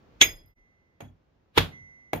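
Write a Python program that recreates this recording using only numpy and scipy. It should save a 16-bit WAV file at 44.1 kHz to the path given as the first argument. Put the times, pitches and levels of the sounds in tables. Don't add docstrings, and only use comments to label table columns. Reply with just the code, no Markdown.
import sys
import numpy as np
from scipy import signal
from scipy.fft import rfft, irfft, next_fast_len
from scipy.io import wavfile

SR = 44100
rng = np.random.default_rng(int(sys.argv[2]) if len(sys.argv) > 2 else 0)


def rack_gain(trim_db):
    fader = np.asarray(trim_db, float)
    return 10 ** (fader / 20)


def to_wav(sig):
    pcm = np.clip(np.atleast_2d(sig), -1, 1) * 32767
    pcm = np.round(pcm).astype(np.int16)
    wavfile.write(sys.argv[1], SR, pcm.T)


N = 97020

# (frequency [Hz], time to fall 60 dB [s])
RIVET_DECAY = [(40, 0.17), (150, 0.48), (400, 0.27), (2500, 0.19), (9000, 0.22), (14000, 0.22)]
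# (frequency [Hz], relative level [dB], time to fall 60 dB [s])
AXE_MODES = [(456, -2, .08), (845, 2, .04), (2300, -6, .035), (3335, -13, .24), (3920, -15, .07),
             (6550, -22, .16), (12540, -28, .07)]
TOP_HZ = 14400


def at_hz(points, hz):
    table = np.array(points)
    return np.interp(np.log(hz), np.log(table[:, 0]), table[:, 1])


def in_time(rows):
    return np.interp(np.arange(N) / SR, *np.transpose(rows))


def cut(x, hz, kind, order=4):
    return signal.sosfilt(signal.butter(order, hz, kind, fs=SR, output="sos"), x)


def wander(per_second):
    knots = np.arange(0, N + SR, SR / per_second)
    return np.interp(np.arange(N), knots, rng.standard_normal(len(knots)))


def bands(spectrum, size):
    edges = np.geomspace(25, 16500, 45)
    centres = np.sqrt(edges[1:] * edges[:-1])
    white = rng.standard_normal((2, 2, size + 4000))
    out = []
    for k, (low, high) in enumerate(zip(edges, edges[1:])):
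        band_filter = signal.butter(2, [low, high], "band", fs=SR, output="sos")
        band = signal.sosfilt(band_filter, white[k % 2])[:, 4000:]
        out.append(rack_gain(at_hz(spectrum, centres[k])) * band)
    out = np.array(out)
    return out / np.sqrt(np.mean(out.sum(0) ** 2)), centres


def ring(clicks, modes, waver_db=4.5):
    twin_spread = 0.006
    out = 0
    for k, (hz, db, t60) in enumerate(modes):
        shrink = rack_gain(-60 / (max(t60, .01) * SR))
        turn = 2 * np.pi * hz / SR
        level = rack_gain(db + waver_db * wander(80)) / 2
        twin_turn = turn * (1 + twin_spread * rng.standard_normal())
        for w in (turn, twin_turn):
            spiral = signal.lfilter([1], [1, -shrink * np.exp(1j * w)], clicks + 1e-18)
            spiral = spiral * level * np.exp(1j * k)
            out = out + np.array([spiral.imag, spiral.real * (-1) ** k])
    return out


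def clicked(rows, modes):
    clicks = np.zeros(N)
    for s, db in rows:
        i = int(s * SR)
        clicks[i:i + 2] = rack_gain(db) * np.array([1, -1])
    return ring(clicks, modes)


def blows(rows, crack, t60s, modes, ring_db, loss_db):
    lead_db = -12.5
    chatter_db = -5
    grain_db, grains_per_s, grain_s = 3, 300, .025
    tail_db, tail_stretch, tail_cut_hz = -23, 2.1, 5000
    before, length = SR // 20, SR // 2
    t = np.arange(-before, length) / SR
    after = np.maximum(t, 0)
    out, clicks = np.zeros((2, N + SR)), np.zeros(N + SR)
    for s, db, chatter, lead_s in rows:
        i = int(s * SR)
        noise, hz = bands(crack, len(t))
        knots = np.arange(t[0], t[-1] + .1, 1 / grains_per_s)
        unevenness = np.interp(t, knots, rng.standard_normal(1000)[:len(knots)])
        grain = rack_gain(grain_db * np.exp(-after / grain_s) * unevenness)
        lead_in = rack_gain(lead_db) * np.exp(np.minimum(t, 0) / lead_s)
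        drop = rack_gain(-loss_db * np.clip(t / chatter - 1, 0, 1))
        shape = np.where(t < 0, lead_in, grain * drop)
        fall_db = -60 * after / at_hz(t60s, hz)[:, None, None]
        dull = 1 / (1 + (hz[:, None, None] / tail_cut_hz) ** 2)
        echo = dull * rack_gain(tail_db + fall_db / tail_stretch)
        fading = (noise * (rack_gain(fall_db) + echo)).sum(0)
        out[:, i - before:i + length] += rack_gain(db) * shape * fading
        strengths = rack_gain(db + ring_db + chatter_db) * rng.uniform(-1, 1, 12)
        contacts = i + (rng.random(12) * chatter * SR).astype(int)
        clicks[contacts] = strengths
        clicks[i] = rack_gain(db + ring_db)
    return out[:, :N] + ring(clicks[:N], modes)


def workshop_air():
    # (frequency [Hz], relative level per Hz [dB])
    colour = [(25, -15.5), (50, 0), (150, -4.5), (500, -11.5), (900, -17), (2000, -24), (6000, -37),
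              (9000, -51)]
    # (time [s], level [dB])
    loudness = [(0, -54.5), (.2, -53), (.5, -63.5), (.6, -69), (1.5, -68), (1.9, -65), (2.2, -68)]
    noise, _ = bands(colour, N)
    return rack_gain(in_time(loudness)) * noise.sum(0)


def bench():
    # (time [s], level [dB], speed of the push [Hz], lower is softer)
    thuds = [(.218, -33.5, 299.7), (.27, -36.5, 200.2), (.32, -46, 200), (.44, -40.5, 78.9),
             (1.02, -42, 300), (1.048, -40.5, 195.8), (1.1, -47.5, 158), (1.581, -21, 403),
             (1.808, -46, 100), (2.145, -32.5, 298)]
    # (frequency [Hz], relative level [dB], time to fall 60 dB [s])
    bench_modes = [(53.72, -4.5, 0.23), (98, -1.5, 0.15), (90.74, -5.5, 0.29), (116, -9.5, 0.18),
                   (142, -3.5, 0.16), (158, -3, 0.3), (248, -1, .15), (298, -1, 0.13), (370, -11.5, 0.065)]
    pushes = np.zeros(N)
    for s, db, hz in thuds:
        speed = 2 * np.pi * hz
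        t = np.maximum(np.arange(N) / SR - s, 0) * speed
        pushes += rack_gain(db) * t * np.exp(-t) * speed / SR
    return ring(pushes, bench_modes, waver_db=0.5)


def chain():
    # (time [s], level [dB])
    clinks = [(.221, -29.5), (.336, -57), (.459, -69.5), (1.004, -73), (2.132, -49)]
    # (frequency [Hz], relative level [dB], time to fall 60 dB [s])
    link_modes = [(10700, -6, .2), (10990, -2, .24), (11680, -3, .2), (12540, -2, .23), (13000, -9, .2),
                  (13780, -1, .26)]
    return cut(clicked(clinks, link_modes), TOP_HZ, "low", order=16)


def hammer_head():
    # (starts [s], stops [s], relative level [dB])
    songs = [(0.407, 0.541, -65), (0.542, 1.02, -65.5), (1.712, 2.14, -48.5)]
    # (frequency [Hz], relative level [dB], time to fall 60 dB [s])
    head_modes = [(2056, 4.5, 2.1), (6000, -16, 1.7), (6160, -24, .7)]
    rise_s, stop_s = 0.027, 0.0031
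    t, out = np.arange(N) / SR, np.zeros((2, N))
    for start, stop, db in songs:
        gate = np.clip((t - start) / rise_s, 0, 1) * np.clip((stop - t) / stop_s, 0, 1)
        for hz, mode_db, t60 in head_modes:
            fading = rack_gain(db + mode_db - 60 * np.maximum(t - start, 0) / t60)
            out += gate * fading * np.cos(2 * np.pi * hz * t)
    return out * [[1], [-1]] * rack_gain([[-3.0], [1.5]])


def taps():
    # (time [s], level [dB], chatter [s], lead-in [s])
    tap_blows = [(1.0053, -39, 0.0035, 0.0014), (2.1325, -24, .005, 0.0013)]
    # (frequency [Hz], relative level per Hz [dB])
    tap_crack = [(60, -21), (150, -5), (400, -6.5), (750, -3.5), (1300, -16), (2200, -12.5), (5500, -37.5),
                 (6600, -31), (9000, -33), (12500, -30), (16000, -60.5)]
    # (time [s], level [dB])
    bounces = [(1.054, -62.5), (1.078, -67), (2.1318, -46.5), (2.165, -57.5)]
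    # (frequency [Hz], relative level [dB], time to fall 60 dB [s])
    loose_modes = [(2234, 0.5, .1), (3400, -0.5, 0.095), (6590, -3, 0.079)]
    tapping = blows(tap_blows, tap_crack, RIVET_DECAY, AXE_MODES, ring_db=-7.5, loss_db=6)
    return tapping + clicked(bounces, loose_modes)


def rivet():
    # (time [s], level [dB], chatter [s], lead-in [s])
    rivet_blows = [(1.5765, -10.5, .007, 0.0065)]
    # (frequency [Hz], relative level per Hz [dB])
    rivet_crack = [(90, -4), (250, -5.5), (800, -6.5), (2000, -6), (3500, -4), (5700, -23), (9000, -23),
                   (12500, -24.5), (16000, -38.5)]
    return blows(rivet_blows, rivet_crack, RIVET_DECAY, AXE_MODES, ring_db=-6.5, loss_db=9)


def punch():
    # (time [s], level [dB], chatter [s], lead-in [s])
    punch_blows = [(.2135, -6, .014, 0.0028)]
    # (frequency [Hz], relative level [dB], time to fall 60 dB [s])
    punch_modes = [(2003, -16, .21), (2223, 0, .14), (2430, -8, .15), (3316, -11, .2), (3343, -22, .36),
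                   (3382, 5, .09), (3435, -12, .22), (3526, -8, .1), (6515, -11, .2), (6600, 3, .1),
                   (6690, -16, .24), (6875, -6, .11), (7273, -10, .12)]
    # (frequency [Hz], relative level per Hz [dB])
    punch_crack = [(40, -13.5), (150, -24), (300, -13.5), (1200, -20), (2250, -0.5), (2800, -8),
                   (3380, -2.5), (4300, -23), (6500, -10.5), (9200, -25.5), (11000, -26.5), (14500, -29.5)]
    # (frequency [Hz], time to fall 60 dB [s])
    punch_decay = [(40, 0.77), (150, 0.27), (400, 0.33), (1500, .18), (9000, 0.12), (12000, .15)]
    late_hz, late_db, late_t60_s, late_rise_s = 5015, -19, 0.29, 0.061
    t = np.maximum(np.arange(N) / SR - punch_blows[0][0], 0)
    flutter_db = 4.5 * wander(100)
    fading = rack_gain(late_db + flutter_db - 60 * t / late_t60_s)
    late = fading * (1 - np.exp(-t / late_rise_s)) * np.sin(2 * np.pi * late_hz * t)
    bright = blows(punch_blows, punch_crack, punch_decay, punch_modes, ring_db=-2, loss_db=5.5)
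    return late + cut(bright, TOP_HZ, "low", order=16)


def microphones(x):
    # (frequency [Hz], likeness [0-1])
    likeness = [(150, 0.85), (700, 0.04), (6500, 0.1), (8000, 0.95), (10000, 0.98), (11300, 0),
                (13500, 0.8)]
    # (frequency [Hz], lead of the right side [rad])
    phase_lead = [(200, 0), (1200, 1.5), (4000, .3), (7000, -2), (8300, -3.14), (10200, -3.2),
                  (12700, -6.28)]
    right_db = 1
    size = next_fast_len(N + 4096)
    hz = np.arange(size // 2 + 1) * SR / size + 1
    left, own = rfft(x, size)
    alike = np.clip(at_hz(likeness, hz), 0, 1)
    turned = left * np.exp(1j * np.interp(hz, *np.transpose(phase_lead)))
    right = alike * turned + np.sqrt(1 - alike ** 2) * own
    return np.array([x[0], rack_gain(right_db) * irfft(right, size)[:N]])


def scene():
    air = workshop_air()
    heavy_blow = rivet()
    light_taps = taps()
    bright_blow = punch()
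    low_cut = cut(light_taps + bench(), 50, "high")
    return microphones(bright_blow + heavy_blow + low_cut + chain() + air) + hammer_head()


def low_pass(x):
    return signal.sosfilt(signal.butter(12, 16060, fs=SR, output="sos"), x)


def record(dry):
    # (time [s], level [dB])
    fade = [(.51, -5), (.535, -12), (.55, -36), (.562, -10.5), (.585, -0.5)]
    mix = dry * rack_gain(in_time(fade))
    return low_pass(mix)


dry = scene()
out = record(dry)
to_wav(out)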